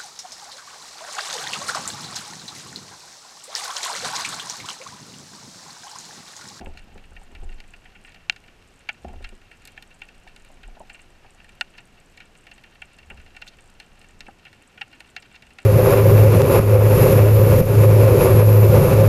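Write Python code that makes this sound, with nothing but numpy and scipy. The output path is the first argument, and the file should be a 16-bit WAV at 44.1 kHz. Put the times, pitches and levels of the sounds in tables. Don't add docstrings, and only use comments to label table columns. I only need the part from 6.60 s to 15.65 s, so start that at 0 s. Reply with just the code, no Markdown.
import sys
import numpy as np
from scipy import signal
from scipy.io import wavfile
from scipy.ndimage import uniform_filter1d

SR = 44100
rng = np.random.default_rng(int(sys.argv[2]) if len(sys.argv) > 2 else 0)


def nominal_scale(level):
    x = np.asarray(level, float) / 20
    return 10 ** x


def store_pcm(level_fs):
    pcm = np.round(np.clip(level_fs, -1, 1) * 32767).astype(np.int16)
    wavfile.write(sys.argv[1], SR, np.atleast_2d(pcm).T)


N = 399105

# f/Hz, width/Hz, level/dB
HOUSING = [(765, 112, -18), (1461, 83, -2), (1850, 170, -3), (2338, 325, -3.5), (2723, 165, 2.5),
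           (3130, 77, -4.5), (3617, 160, -6), (4134, 650, -5), (5070, 350, -18), (6310, 260, -19.5)]
# f/Hz, width/Hz, level/dB
GRIP = [(213, 102, 5.5), (366, 65, 1), (518, 48, -6)]


def rms_one(x):
    return x / np.sqrt(np.mean(x ** 2) + 1e-20)


def band(x, low_hz, high_hz):
    return signal.sosfilt(signal.butter(2, [low_hz, high_hz], "band", fs=SR, output="sos"), x)


def steep(x, low_hz, high_hz):
    return band(band(x, low_hz, high_hz), low_hz, high_hz)


def steady(x):
    return x / np.sqrt(uniform_filter1d(x ** 2, size=5000) + 1e-12)


def fading(x, rate_per_s):
    return signal.lfilter([1], [1, -np.exp(-rate_per_s / SR)], x)


def resonate(x, modes):
    out = np.zeros(x.shape)
    for hz, width, db in modes:
        r = np.exp(-np.pi * width / SR)
        poles = [1, -2 * r * np.cos(2 * np.pi * hz / SR), r * r]
        out += nominal_scale(db) * signal.lfilter([1 - r * r, 0, r * r - 1], poles, x)
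    return out


def arrivals(t60, build_ms, size):
    t = np.arange(size) / SR
    build = max(build_ms, 0.05) / 1000
    after = np.maximum(t - build, 0) / max(t60, 0.004)
    rise = np.minimum(0.25 + 0.75 * t / build, 1)
    swell = rise * (1.06 * nominal_scale(-200 * after) + 0.7 * nominal_scale(-50 * after))
    spikes = rng.standard_normal(size) * np.sqrt(rng.exponential(1, size)) * swell
    spikes[0] = 70 * np.exp(-build_ms / 0.5)
    return spikes


def add(out, s, peak_db, sound):
    at = round(s * SR)
    loudest = uniform_filter1d(sound ** 2, size=130).max()
    scaled = nominal_scale(peak_db - 7) * sound / np.sqrt(loudest)
    out[at:at + len(sound)] += scaled[:N - at]


def hiss():
    # f/Hz, level per Hz/dB
    colour = [(26, -35), (45, 5.5), (583, -8.5), (781, -8.5), (1100, -13), (1440, -11), (1880, -12),
              (2020, -14), (2710, -11), (3460, -19.5), (6690, -23), (7930, -27), (12600, -33.5),
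              (15300, -43)]
    # f/Hz, level/dB
    tones = [(8000, -84), (9000, -87), (12000, -95)]
    edges = 40 * 2 ** np.arange(0, 8.8, 1 / 5)
    white = rng.standard_normal((2, N))
    hz, db = np.transpose(colour)
    noise = np.zeros(N)
    for k, (low, high) in enumerate(zip(edges, edges[1:])):
        band_db = np.interp(np.log(low * high) / 2, np.log(hz), db)
        noise += nominal_scale(band_db) * band(white[k % 2], low, high)
    t = np.arange(N) / SR
    whine = sum(nominal_scale(level) * np.sin(2 * np.pi * f * t) for f, level in tones)
    return nominal_scale(-56) * rms_one(noise) + whine


def far_snaps():
    snaps_per_s = 250
    born = (rng.random(N) < snaps_per_s / SR) * nominal_scale(7.1 * np.minimum(rng.exponential(1, N), 3))
    smear = fading(born, 150)
    crowd = steep(resonate(smear * rng.standard_normal(N), HOUSING), 820, 4110)
    return nominal_scale(-63.5) * rms_one(crowd)


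def crackle():
    snaps_per_s = 48
    sizes = nominal_scale(2.1 * np.minimum(rng.exponential(1, N), 3.5)) * (rng.random(N) < snaps_per_s / SR)
    dealt = rng.integers(0, 3, N)
    grit = rng.standard_normal(N)
    colours = [(3420, 6400, -6.5), (6900, 8900, 2), (8460, 13000, -18)]
    out = np.zeros(N)
    for k, (low_hz, high_hz, db) in enumerate(colours):
        struck = sizes * (0.38 + (dealt == k))
        smear = fading(struck, 900) + 0.18 * fading(struck, 120)
        out += nominal_scale(db) * band(smear * grit, low_hz, high_hz)
    return nominal_scale(-70.5) * rms_one(out)


def jolted(rest_db, s, peak_db, hold_s, fall_db_per_s):
    t = np.arange(len(rest_db))[:, None] / 100
    rise_db = 350 * np.maximum(s - t, 0)
    fall_db = fall_db_per_s * np.maximum(t - s - hold_s, 0)
    power = nominal_scale(2 * rest_db) + nominal_scale(2 * (peak_db - rise_db - fall_db)).sum(axis=1)
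    return np.interp(np.arange(N) / SR, t[:, 0], np.sqrt(power))


def hand():
    # t/s, level/dB
    restless = [(0, -45.5), (.7, -50), (1.1, -51), (2.39, -62.5), (2.97, -58), (4, -49), (4.33, -53),
                (6.37, -60.5), (6.78, -54.5), (7.6, -54), (7.8, -67), (9.05, -66)]
    # t/s, stock shake level/dB, sway level/dB, rubbing level/dB, hold/s
    jolts = [
        (.01, -37.5, -41, -31.5, 0.024),
        (0.294, -53, -53, -46, 0.093),
        (.52, -51.5, -48, -56, 0.045),
        (0.705, -65, -52, -45, 0.19),
        (0.768, -44, -36, -61, 0.097),
        (2.475, -37.5, -43.5, -36, 0.024),
        (2.57, -47, -40, -49, 0.023),
        (4.014, -56.5, -44.5, -53, 0.027),
        (6.476, -49, -55, -52, 0.12),
        (7.557, -60, -54.5, -53, 0.031),
    ]
    unrest = np.interp(np.arange(N * 100 // SR + 2) / 100, *np.transpose(restless))
    s, shake_db, sway_db, rub_db, hold_s = np.transpose(jolts)
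    sway = jolted(unrest - 5, s + 0.051, sway_db, hold_s, 112)
    shake = jolted(-78 + (unrest + 55), s, shake_db, hold_s, 121)
    rubbing = jolted(-56.5 + 0.42 * (unrest + 55), s, rub_db, hold_s, 146)
    white = rng.standard_normal((3, N))
    slips = fading((rng.random(N) < 60 / SR) * rng.exponential(1, N), 120)
    rub = resonate(white[2] * (1 + 0.5 * slips), GRIP + [(727, 110, 6)])
    rub = steep(rub, 80, 840)
    swing = steady(steep(white[0], 12.2, 31.2))
    buzz = steady(band(band(white[1], 64.9, 76.2), 25, 143))
    return nominal_scale(5.0) * sway * swing + shake * buzz + nominal_scale(-10.0) * rubbing * rms_one(rub)


def knocks():
    # t/s, peak level/dB, deep level/dB, bright level/dB, echo t60/s
    blows = [(0.009, -33, -6, -17, 0.031), (0.066, -36, 3, -8, 0.12), (0.271, -54.5, 10, -8, 0.055),
             (0.355, -45, 3, -4, 0.11), (0.518, -46.5, -6, -1, 0.033), (0.614, -41, -15, -14, 0.034),
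             (0.725, -54.5, 11, -12, 0.022), (0.828, -43, -1, -11, 0.073), (2.446, -25, -5.5, -21, 0.042),
             (2.536, -35, -20, -11, 0.024), (2.605, -45.5, 3.5, -6, 0.04), (2.724, -49, 5.5, -12, 0.12),
             (3.666, -38.5, -33, -13, 0.025), (3.901, -40, -29, -20, 0.017), (4.082, -41, -11, -15, 0.05),
             (4.167, -38, -19, -11, 0.087), (4.203, -33, -10.5, -25, 0.1), (4.645, -42, -20, -6, 0.099),
             (6.509, -37, -4.5, -5, 0.16), (7.683, -33, -6.5, -4, 0.071)]
    out = np.zeros(N)
    for s, peak_db, deep_db, bright_db, t60 in blows:
        spikes = arrivals(t60, 1.01, size=5000)
        plate = steep(resonate(spikes, [(780, 160, 0)]), 500, 1000)
        deep = band(resonate(spikes, GRIP), 120, 650)
        bright = steep(spikes, 1150, 1900)
        add(out, s, peak_db + 0.082, plate)
        add(out, s, peak_db + deep_db + 4.5, deep)
        add(out, s, peak_db + bright_db + 0.1, bright)
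    return out


def all_snaps():
    # t/s, peak level/dB, high modes level/dB, echo
    # t60/s, build-up/ms
    close = [(0.0586, -33, -24, 0.037, 2.2), (0.173, -33, -6.5, 0.039, 1.5),
             (1.0029, -33.5, -3, 0.047, 0.66), (1.1354, -34, -17, 0.079, 1.8),
             (1.6975, -4, -6.5, .034, 0.065), (1.762, -36, -6, 0.066, 0.92),
             (2.2885, -14.5, -15.5, 0.047, 2.6), (2.642, -28, -7.5, 0.084, 5.3),
             (3.1755, -28, -21, 0.079, 1.4), (3.4165, -26, -15, 0.072, 1.9),
             (4.2955, -31, -11.5, 0.12, 4.1), (5.0105, -11.5, -4, 0.036, 0.61),
             (5.0125, -11.5, -27, 0.034, 0.56), (5.913, -34.5, -8.5, 0.11, 1.8),
             (6.2186, -25, -23, 0.087, 1.2), (6.5002, -30, -31, .081, 2),
             (6.7646, -31.5, -10.5, 0.048, 3.1), (6.8164, -26.5, -11, 0.069, 6.7),
             (7.2002, -33, -0.5, 0.095, 0.97), (7.6062, -31.5, 3, 0.075, 0.74),
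             (8.2112, -18.5, -16, 0.046, 6.7), (8.4033, -32, -5.5, 0.049, 1.7),
             (8.5631, -22.5, -6, 0.071, 2.2), (8.985, -30, -8, 0.075, 3.3)]
    # t/s, peak level/dB, high modes
    # level/dB
    crisp = [(0.377, -42, -7.5), (.4388, -44.5, -11), (0.5648, -33.5, -20), (0.7497, -36.5, -7.5),
             (.8904, -39.5, -13), (1.4473, -35.5, -17), (1.52, -44, -6), (1.5446, -40.5, -5),
             (1.5592, -40, -26), (1.723, -37.5, -8), (2.4453, -44.5, -8.5), (2.6897, -42.5, -6),
             (3.053, -44, 4.5), (3.224, -37.5, -1), (3.4864, -39.5, -9.5), (3.674, -37.5, -11),
             (3.7622, -41, -2), (4.0322, -37.5, -9), (4.8912, -42, -9), (5.1506, -43, -25),
             (5.5739, -37, -5), (5.9793, -42.5, -8), (6.0375, -39, -8), (6.429, -42, -27),
             (7.4145, -41.5, -5.5), (7.4426, -41, -18), (7.6649, -37, -14), (7.8516, -36, -10),
             (7.8659, -37, -26), (8.9052, -42.5, -10)]
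    # t/s, peak level/dB
    faint = [(0.009, -41.5), (.9258, -41.5), (1.0383, -45), (1.8383, -45), (2.3431, -45.5), (2.4815, -43.5),
             (2.8155, -45), (4.392, -42), (4.844, -43), (5.7517, -43.5), (6.6616, -41.5), (6.8667, -39),
             (6.9858, -43.5), (7.7082, -47.5), (8.3473, -48), (8.46, -46), (8.7138, -44), (8.8674, -43.5)]
    # t/s, peak level/dB, high modes level/dB, build-up/ms
    blurred = [(0.1783, -41, -6, 16), (1.2531, -38.5, -17, 5.4), (1.349, -39, -26, 10),
               (1.4698, -40.5, -12, 12), (1.8774, -41, -12, 4.1), (2.912, -37, -17, 2.8),
               (3.0733, -38.5, -2.5, 5.9), (3.3102, -42.5, -27, 3.3), (4.3439, -35, -12.5, 4.2),
               (4.7997, -38.5, -22, 2.8), (5.1792, -33.5, -9.5, 4), (5.6023, -33.5, -10.5, 1.7),
               (5.868, -36.5, -10, 1), (6.1493, -43, -9, 8), (6.3853, -40, -7, 1.5),
               (6.5719, -41.5, -11, 4.4), (6.5972, -41.5, -12, 5.2), (6.745, -40, -15, 4.8),
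               (6.876, -45, 10, 9.7), (7.9293, -39.5, -6.5, 0.72), (8.1748, -34.5, -19, 2.7),
               (8.327, -39.5, -9, 5.7), (8.6227, -39.5, -4.5, 4), (8.742, -38, -15, 3.9),
               (8.7539, -40, -4, 8.2), (8.8224, -38, -5, 1.05)]
    open_water = crisp + [(s, db, -11) for s, db in faint]
    open_water = [(*row, 0.075, 1.4) for row in open_water]
    rocks = [(s, db, high_db, 0.12, build_ms) for s, db, high_db, build_ms in blurred]
    return np.transpose(close + open_water + rocks)


def snaps():
    out = np.zeros(N)
    fade = nominal_scale(-900 * np.arange(4000) / SR)
    low, warm, main, high = HOUSING[:1], HOUSING[1:3], HOUSING[3:6], HOUSING[6:]
    s, peak_db, high_db, t60, build_ms = all_snaps()
    spikes = np.array([arrivals(*row, size=4000) for row in zip(t60, build_ms)])
    near = np.exp(-build_ms / 0.5)
    warm_gain = nominal_scale(-10 * near ** 3)[:, None]
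    middle = resonate(spikes, main) + warm_gain * resonate(spikes, warm)
    bright = steep(resonate(spikes * fade, high), 2250, 12000)
    layers = [(peak_db, steep(middle, 1330, 3050)),
              (peak_db - 13.5 - 13 * near ** 3, resonate(band(spikes, 430, 1030), low)),
              (peak_db - 30, band(resonate(spikes, GRIP), 280, 980)),
              (peak_db + high_db, band(bright, 2200, 6950))]
    for db, sounds in layers:
        for row in zip(s, db, sounds):
            add(out, *row)
    return out


def ticks():
    # t/s, peak level/dB, top level/dB
    thin = [(.0483, -34, -21), (.2418, -42, -20), (.6355, -32.5, -28), (1.8023, -44, -29),
            (2.5326, -37, -26), (2.6908, -27.5, -38), (3.053, -24, -23), (3.0744, -24.5, -20),
            (3.1203, -33, -30), (3.2251, -30, -20), (3.5997, -41, -25), (3.7618, -31, -33),
            (3.8487, -31, -27), (3.917, -36, -25), (4.1964, -27.5, -36), (4.8439, -36, -34),
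            (4.9541, -39, -22), (5.01, -21, -23), (5.2734, -39, -23), (6.2183, -31, -33),
            (6.5006, -31, -27), (6.8703, -34, -25), (6.8838, -33, -24), (7.1013, -33.5, -28),
            (7.2, -27.5, -32), (7.3936, -31, -33), (8.0232, -31, -31), (8.4058, -30, -26),
            (8.9351, -34, -33), (9.0299, -31.5, -32)]
    out = np.zeros(N)
    s, peak_db, high_db = all_snaps()[:3]
    edge_db = -16 + 0.53 * np.minimum(peak_db + high_db, -22)
    rows = thin + [(at, db, -23) for at, db in zip(s, edge_db)]
    spikes = np.array([arrivals(0.034, 0.61, size=1200) for row in rows])
    lows = steep(spikes, 6800, 9800)
    tops = band(spikes, 10500, 14500)
    for (at, db, top_db), low, top in zip(rows, lows, tops):
        add(out, at, db - 14.5, low)
        add(out, at, db + top_db + 3, top)
    return out


def scene():
    mix = hiss() + far_snaps() + crackle() + hand() + knocks() + snaps() + ticks()
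    return mix[None]


def low_pass(x):
    return signal.sosfilt(signal.butter(12, 15480, fs=SR, output="sos"), x)


def record(dry):
    cut = signal.cheby2(10, 50, 15900, fs=SR, output="sos")
    mix = signal.sosfilt(cut, dry)
    return low_pass(mix)


dry = scene()
out = record(dry)
store_pcm(out)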